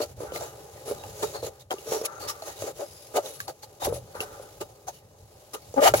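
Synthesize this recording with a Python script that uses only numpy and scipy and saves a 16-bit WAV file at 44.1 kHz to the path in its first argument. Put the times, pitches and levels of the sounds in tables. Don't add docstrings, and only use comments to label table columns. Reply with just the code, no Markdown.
import sys
import numpy as np
from scipy import signal
from scipy.io import wavfile
from scipy.ndimage import uniform_filter1d

SR = 44100
rng = np.random.default_rng(int(sys.argv[2]) if len(sys.argv) > 2 else 0)


def generate_wav(sig):
    pcm = np.round(np.clip(np.atleast_2d(sig).T, -1, 1) * 32767).astype(np.int16)
    wavfile.write(sys.argv[1], SR, pcm)


N = 264586
T = np.arange(N) / SR


def gain_of(db):
    return 10 ** (np.asarray(db) / 20)


def evened(x):
    return x / np.sqrt(np.mean(x ** 2) + 1e-20)


def wander(size):
    return evened(uniform_filter1d(rng.standard_normal(N), size=size))


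def read(points, hz):
    f, value = np.transpose(points)
    return np.interp(np.log(hz + 1), np.log(f + 1), value)


def curves(rows):
    s, *columns = np.transpose(rows)
    return [np.interp(T, s, column) for column in columns]


def add(mix, s, sound):
    part = mix[..., max(round(s * SR), 0):][..., :sound.shape[-1]]
    part += sound[..., :part.shape[-1]]


def resonate(x, hz, width):
    return signal.lfilter(*signal.iirpeak(hz, hz / width, SR), x)


def noise(points, same, pan, patchy_db, lead, size):
    hz = np.fft.rfftfreq(size, 1 / SR)
    a, b, c, d, patches = rng.standard_normal((4 * N // size + 6, len(hz), 5)).T
    patches = uniform_filter1d(patches, size=3, axis=0)
    patches = evened(uniform_filter1d(patches, size=30, axis=1))
    same = np.clip(read(same, hz), 0, 1)[:, None]
    left = a + 1j * b
    early = np.exp(2j * np.pi * hz * lead)[:, None]
    right = same * early * left + np.sqrt(1 - same ** 2) * (c + 1j * d)
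    side_db = read(pan, hz) / 2
    spectrum_db = read(points, hz) + np.array([side_db, -side_db])
    z = np.array([left, right]) * gain_of(spectrum_db[..., None] + patchy_db * patches)
    return evened(signal.istft(z, nperseg=size, noverlap=3 * size // 4)[1][:, :N])


# f/Hz, density level/dB per Hz
RUMBLE_SPECTRUM = [(15, -45), (30, -33), (48, -41), (62, -4.5), (90, 2), (118, 3.5), (150, -4.5),
                   (190, -11.5), (300, -16), (450, -67)]
# t/s, level/dB
RUMBLE_LEVEL = [(0, -51.5), (0.35, -50), (0.6, -57.5), (0.85, -52), (0.95, -45.5), (1.3, -52), (1.7, -56),
                (2.2, -53.5), (2.7, -58.5), (3.1, -57), (3.5, -59), (3.8, -60), (3.87, -37), (4.02, -51.5),
                (4.5, -56.5), (5, -59), (5.5, -58), (5.75, -52), (6, -39.5)]


def rumble():
    same, pan = [(38, .45), (65, 0.96), (300, 0.95)], [(1, 0), (SR, 0)]
    lumps = uniform_filter1d(uniform_filter1d(rng.standard_normal(N), size=2500), size=1500)
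    level_db = curves(RUMBLE_LEVEL)[0] + 2.74 * evened(lumps)
    return gain_of(level_db) * noise(RUMBLE_SPECTRUM, same, pan, patchy_db=1.2, lead=0, size=2048)


# t/s, shroud level/dB, hiss level/dB
DRAG = [(0.0, -55, -53), (0.33, -46, -53), (0.73, -48.5, -52.5), (0.98, -44.5, -49), (1.35, -50, -46.5),
        (1.5, -51.5, -59), (1.74, -52.5, -55.5), (1.89, -49, -46), (2.04, -45.5, -56.5), (2.52, -49.5, -48),
        (2.66, -43.5, -46.5), (2.91, -53.5, -51), (3.21, -50.5, -51), (3.34, -50.5, -46.5),
        (3.53, -59.5, -60), (3.71, -54.5, -57.5), (3.89, -55, -60), (4.33, -47.5, -50.5),
        (5.06, -59.5, -64.5), (5.3, -57, -59.5), (5.8, -52.5, -51.5), (5.92, -45, -47.5), (5.97, -44, -58),
        (6.0, -29, -31)]
# middle t/s, half length t/s, dip level/dB
SLACK = [(0.15, 0.019, -7.5), (1.666, 0.056, -11.5), (2.739, 0.021, -8.5)]


def drag_levels():
    dip_db = sum(db * np.exp(-((T - s) / half) ** 4) for s, half, db in SLACK)
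    return gain_of(np.array(curves(DRAG)) + dip_db)


def hump(length):
    length = np.clip(length, .005, .3)
    u = np.arange(round(length * SR * 2)) / (length * SR)
    return np.minimum(u / 0.43, 1) * np.exp(-(u / 0.78) ** 3)


# start t/s, length t/s, f/Hz, gain of the resonance level/dB
WHISTLES = [(1.329, 0.093, 4300, 20), (2.203, 0.081, 4470, 19), (2.11, 0.13, 6450, 14),
            (2.758, 0.36, 5000, 8), (2.767, .38, 10600, 9.5), (3.22, 0.31, 10970, 14)]


def add_whistles(out):
    for s, length, hz, db in WHISTLES:
        part = out[:, round(s * SR):round((s + length) * SR)]
        part = part * signal.windows.tukey(part.shape[1], .5)
        add(out, s, gain_of(db) * resonate(part, hz, width=140))


# f/Hz, width f/Hz, relative level/dB
BLADE_MODES = [(1880, 93, 0.5), (2205, 62, -9), (2914, 54, -3.5), (3820, 35, 2), (4435, 33, 0),
               (5100, 38, -10), (6516, 220, -5)]


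def blades(drag_hiss, groan_hiss, contact):
    out = np.zeros((2, N))
    catches = rng.standard_normal((len(BLADE_MODES), N // 2000 + 2))
    for (hz, width, db), catch in zip(BLADE_MODES, catches):
        catch = np.interp(np.arange(N) / 2000, np.arange(len(catch)), catch)
        out += resonate(gain_of(db - 7.0 + 10.3 * catch) * drag_hiss, hz, width)
        out += gain_of(db) * resonate(contact, hz, width)
    for hz, width, db in BLADE_MODES[:3]:
        out += gain_of(db + 13.5) * resonate(groan_hiss, hz, width * 2.6)
    return out


PING_PARTIALS = (0.95, 1, 0.96)


def pings():
    out, t = np.zeros((2, N)), np.arange(SR // 20) / SR
    port_phase = np.array([[0], [2.5]])
    for s, _, _, db, hz in KNOCKS:
        ring = sum(np.sin(2 * np.pi * ratio * hz * t + port_phase) for ratio in PING_PARTIALS)
        add(out, s, gain_of(db + 0.5 - 60 * t / 0.04) * ring)
    return out


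# f/Hz, density level/dB per Hz
HISS_SPECTRUM = [(880, -47), (1500, -6), (1810, -9), (2060, -7), (2640, -5), (3350, -5), (3690, -3),
                 (4870, -2.5), (6760, -1.5), (7840, -2.5), (8920, -15), (9750, -7.5), (10900, -6),
                 (14900, -9.5), (16000, -4)]
# f/Hz, left minus right level/dB
HISS_PAN = [(1500, -2), (2400, -5), (4400, -0.5), (6400, -4), (8000, 1.5), (9500, 19), (11500, 11.5),
            (15000, 5)]
# f/Hz, left-right likeness (0 to 1)
HISS_SAME = [(1500, 0.63), (4000, 0.1), (8000, 0.028), (16000, 0.084)]


def rubbing():
    hiss = noise(HISS_SPECTRUM, HISS_SAME, HISS_PAN, patchy_db=0.62, lead=0.00029, size=256)
    hiss = hiss * gain_of(1.44 * wander(300))
    drag_hiss = drag_levels()[1] * hiss
    groan_hiss = groan_on() * gain_of(curves(GROAN)[2]) * hiss
    out, contact = drag_hiss.copy(), groan_hiss.copy()
    add_whistles(out)
    t = np.arange(SR // 20) / SR
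    ticks = [(s, gain_of(db - 7.0 - 60 * t / 0.11), hz) for s, _, _, db, hz in KNOCKS]
    scuffs = [(s, gain_of(db - 6.0) * hump(length), hz) for s, _, _, db, hz, length in SCUFFS]
    for s, shape, hz in ticks + scuffs:
        start = round(s * SR)
        part = hiss[:, start:][:, :len(shape)] * shape[:N - start]
        part = np.pad(part, ((0, 0), (0, 900)))
        add(contact, s, part)
        add(out, s, 3.27 * resonate(part, hz, hz / 25))
    return out + contact + blades(drag_hiss, groan_hiss, contact) + pings()


# t/s, tone level/dB, slip rate f/Hz, hiss level/dB
GROAN = [(5.762, -41, 569, -60), (5.78, -19.5, 555, -53), (5.797, -23, 564.4, -57), (5.812, -27, 569, -41),
         (5.828, -12.5, 617, -30), (5.84, -17, 544, -22.5), (5.852, -16, 649, -25.5),
         (5.872, -13, 824, -19), (5.886, -17, 700, -22), (5.9, -28, 577, -38), (5.925, -45, 580, -53)]


def groan_on():
    return (T > GROAN[0][0]) & (T < GROAN[-1][0])


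def groan():
    level_db, hz, _ = curves(GROAN)
    jitter, flutter = wander(150), wander(130)
    port_phase = np.array([[.5], [-.5]]) * 1.5
    turn = 2 * np.pi * np.cumsum(hz * (1 + 0.0401 * jitter)) / SR + port_phase
    tone = np.sin(turn) + 0.1 * np.sin(2 * turn)
    stumble = 0.83 * np.clip((5.803 - T) / 0.0045, 0, 1)
    tone += stumble * (0.73 * np.sin(turn.mean(0) / 2) + 1.25 * np.sin(3 * turn / 2))
    return groan_on() * gain_of(level_db + 2.5 + 0.73 * flutter + np.array([[2.5], [-2.5]])) * tone


# t/s, peak level/dB, pitch f/Hz, tick level/dB, tick ring f/Hz
KNOCKS = [(0.016, -21.5, 603, -45, 4300), (0.204, -29.5, 473, -62, 6140), (0.233, -27.5, 461, -70, 6000),
          (0.32, -27, 506, -47.5, 3120), (0.3595, -37, 710, -35.5, 2200), (0.408, -29, 654, -45, 5950),
          (0.9103, -21.5, 425, -48, 1500), (0.9195, -28, 522, -56, 1510), (1.037, -33, 836, -46, 2860),
          (1.229, -20, 455, -36.5, 3780), (1.427, -22.5, 478, -76, 4220), (1.442, -27.5, 473, -64, 4200),
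          (1.7075, -28, 580, -33, 3270), (1.722, -29, 644, -57, 3980), (1.7265, -35, 725, -49, 1500),
          (1.738, -27, 392, -46, 6640), (1.784, -40, 390, -45, 2930), (1.919, -17.5, 463, -45, 7060),
          (2.013, -24, 442, -42, 5460), (2.049, -37, 1187, -41, 2700), (2.422, -29, 632, -44, 4390),
          (2.621, -25, 575, -47, 7000), (2.639, -27.5, 423, -54, 6000), (3.16, -25.5, 398, -39, 6700),
          (3.17, -12, 635, -45, 2980), (3.177, -16.5, 716, -51, 1300), (3.185, -17.5, 607, -62, 1750),
          (3.261, -39, 524, -40.5, 3900), (3.403, -46, 1155, -31.5, 1710), (3.48, -32, 787, -41, 4460),
          (3.632, -39.5, 854, -72, 4480), (3.82, -25, 760, -59, 1400), (3.869, -20, 550, -47, 1720),
          (3.877, -20, 436, -58, 2000), (3.9234, -20, 478, -68, 1200), (3.965, -31.5, 552, -78, 7060),
          (4.151, -30.5, 500, -53, 4530), (4.205, -30, 450, -29, 2880), (4.226, -33.5, 740, -55, 4360),
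          (4.396, -33, 520, -82, 6160), (4.61, -29, 382, -52, 4630), (4.883, -30, 715, -38, 6350),
          (5.535, -38, 520, -46, 5730), (5.5455, -35, 470, -43, 3000), (5.74, -28.5, 478, -46.5, 6700),
          (5.9378, -7.5, 540, -22, 1500), (5.9424, -14.5, 513, -28, 2320), (5.948, -15.5, 766, -44, 1740)]


def slaps():
    out, t = np.zeros((2, N)), np.arange(SR // 15) / SR
    click = np.diff(signal.windows.hann(9), prepend=0)
    for s, peak_db, pitch, tick_db, _ in KNOCKS:
        t60 = max(0.046 * gain_of(-0.22 * (peak_db + 30.0)), .01)
        rise = 0.0019 * gain_of(0.076 * (peak_db - tick_db - 30))
        turn = 2 * np.pi * pitch * t + np.array([[.2], [-.2]])
        cycles = np.sin(turn) + .5 * np.exp(-t / 0.0017) * np.sin(1.99 * turn)
        add(out, s + .001, gain_of(peak_db + 3 - 60 * t / t60) * np.minimum(t / rise, 1) * cycles)
        add(out[1], s + 0.001323, gain_of(tick_db + 16) * click)
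    return out


def near(pitch):
    hz = np.transpose(SHROUD_MODES)[0][:, None]
    return gain_of(-np.minimum(32 * abs(np.log2(hz / pitch)), 17))


# start t/s, length t/s, relative level/dB, pitch f/Hz
RIM = [(0.253, 0.27, -39, 1490), (0.907, 0.87, -59, 1200), (1.743, 0.025, -49, 1160),
       (2.066, 0.11, -38, 1350), (2.216, 0.3, -42.5, 1250), (3.335, 0.16, -58, 1200),
       (4.137, 0.34, -37.5, 1480), (5.532, 0.012, -42, 1200)]


def rim():
    out = np.zeros((len(SHROUD_MODES), N))
    rise_s, release_s, fade_db_per_s = 0.016, 0.05, -46
    for s, length, db, pitch in RIM:
        t = np.arange(0, length + release_s, 1 / SR)
        ends = np.minimum(t / rise_s, (length + release_s - t) / release_s)
        add(out, s, near(pitch) * np.clip(ends, 0, 1) * gain_of(db + fade_db_per_s * t))
    return out


def grit(spread_db, per_s):
    steps = np.clip(rng.standard_normal(N), -3, 1.4)[(T * per_s).astype(int)]
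    strength = gain_of(spread_db * uniform_filter1d(steps, size=40))
    return evened(rng.standard_normal(N) * strength)


# t/s, peak level/dB, pitch f/Hz, hiss level/dB, brightest f/Hz, length t/s
SCUFFS = [(0.0, -10, 520, -30, 4400, 0.01), (0.007, -22, 520, -27, 4470, 0.045),
          (0.188, -28, 477, -45.5, 10000, 0.091), (0.332, -27.5, 518, -32, 4100, 0.066),
          (0.436, -67, 560, -44, 6450, 0.072), (0.395, -29.5, 643, -37.5, 7200, 0.074),
          (0.851, -26, 483, -34.5, 10500, 0.083), (1.142, -34, 494, -41, 6900, 0.22),
          (1.222, -8.5, 364, -30.5, 2410, 0.028), (1.333, -26.5, 720, -45, 6300, 0.056),
          (1.419, -36, 476, -32.5, 4130, 0.063), (1.456, -28.5, 500, -34.5, 6800, 0.037),
          (1.593, -54, 430, -45.5, 3740, 0.044), (1.702, -17.5, 736, -31, 2170, 0.032),
          (1.853, -29.5, 474, -49, 5930, 0.054), (1.866, -26, 470, -32, 5740, 0.17),
          (1.907, -20, 400, -32, 7000, 0.07), (2.03, -21, 380, -35, 6600, 0.036),
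          (2.05, -41, 360, -20.5, 10430, 0.018), (2.19, -32.5, 670, -36.5, 4500, 0.099),
          (2.273, -27, 1230, -23, 5420, 0.049), (2.448, -34, 766, -36, 6300, 0.075),
          (2.576, -37.5, 645, -39, 6400, 0.11), (2.66, -26, 610, -39.5, 7000, 0.05),
          (2.778, -26, 587, -43, 6700, 0.073), (3.135, -18.5, 440, -36, 6500, 0.041),
          (3.151, -15, 647, -23.5, 2940, 0.039), (3.222, -35, 554, -38, 6100, 0.089),
          (3.471, -25, 660, -35.5, 4460, 0.043), (3.622, -43, 840, -36.5, 4400, 0.032),
          (3.796, -27.5, 765, -29, 3710, 0.089), (3.84, -34, 776, -22, 11100, 0.032),
          (3.864, -26, 476, -45, 10100, 0.068), (3.921, -34.5, 540, -34, 10200, 0.071),
          (4.141, -30, 1390, -49.5, 10200, 0.056), (4.191, -29.5, 680, -38.5, 10900, 0.065),
          (4.418, -42, 517, -45, 10800, 0.023), (4.603, -18.5, 363, -30, 2920, 0.031),
          (4.867, -29, 792, -38.5, 6260, 0.038), (4.914, -72, 560, -47, 2930, 0.089),
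          (5.531, -22, 415, -30, 10900, 0.029), (5.955, -36, 806, -24, 10900, 0.049)]


def rubber_drive(hz):
    drag = drag_levels()[0] * gain_of(1.24 * wander(500))
    upper = (drag * gain_of(-17.5) + rim()) * gain_of(21)
    drive = np.where(hz[:, None] < 900, drag * gain_of(15.5), upper)
    groan_db, groan_hz, _ = curves(GROAN)
    tilt_db = 9.5 * np.log2(hz[:, None] / 600)
    drive += groan_on() * near(groan_hz) * gain_of(groan_db + 15.5 + tilt_db)
    for s, peak_db, pitch, _, _, length in SCUFFS:
        add(drive, s, near(pitch) * gain_of(peak_db + 15) * hump(length))
    rough = grit(spread_db=1.0, per_s=600)
    right_rough = 0.55 * rough + 0.54 * grit(spread_db=8.5, per_s=250)
    return drive * rough, drive * np.where(hz[:, None] < 450, rough, right_rough)


def knock_drive():
    blows = np.zeros((len(SHROUD_MODES), N))
    blow = np.pad(signal.windows.hann(24), (0, 900 - 24))
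    chatter = rng.standard_normal((len(KNOCKS), 900)) * np.exp(-np.arange(900) / SR / 0.018)
    for (s, peak_db, pitch, *_), rattle in zip(KNOCKS, chatter):
        add(blows, s, near(pitch) * gain_of(peak_db + 13) * (blow + .6 * rattle))
    return blows


# f/Hz, width f/Hz, relative level/dB, left minus right level/dB, left phase lead/rad
SHROUD_MODES = [(273, 23, -15, 0.3, -26), (427.4, 37, -11, -26, -1.6), (474, 33.5, -0.5, 8.5, -0.9),
                (529.6, 19.7, 2.5, -2, -0.64), (580.3, 50.6, 4.5, 5.5, 0.63), (648, 16, -4.5, -6, 0.9),
                (778.5, 145, 1, 3, 1.03), (902, 80.6, 0.5, 17.5, 5), (984, 27, -2.5, -3, 2.5),
                (1199, 46, 2, 1, -11), (1359, 27, -6.5, 17.5, 4.5), (1504, 34, -11, -13, 2.5)]


def shroud():
    hz, width, db, pan_db, lead = np.transpose(SHROUD_MODES)
    left_drive, right_drive = rubber_drive(hz)
    blows = knock_drive()
    out, side = np.zeros((2, N)), np.array([.5, -.5])
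    for k in range(len(hz)):
        pole = np.exp((2j * np.pi * hz[k] - np.pi * width[k]) / SR)
        drive = [left_drive[k] + blows[k], right_drive[k] + blows[k]]
        ring = signal.lfilter([1 - abs(pole)], [1, -pole], drive)
        port = gain_of(db[k] + side * pan_db[k]) * np.exp(1j * lead[k] * side)
        out += 2 * (port[:, None] * ring).imag
    out = signal.sosfilt(signal.butter(6, 300, "high", fs=SR, output="sos"), out)
    return signal.sosfilt(signal.butter(2, 2200, fs=SR, output="sos"), out)


def scene():
    return rumble() + rubbing() + groan() + slaps() + shroud()


def record(dry):
    soft = .95 * np.tanh(dry / .95)
    low_pass = signal.firwin(511, 16000, window=("kaiser", 9), fs=SR)
    return signal.oaconvolve(soft, low_pass[None], "same")


dry = scene()
out = record(dry)
generate_wav(out)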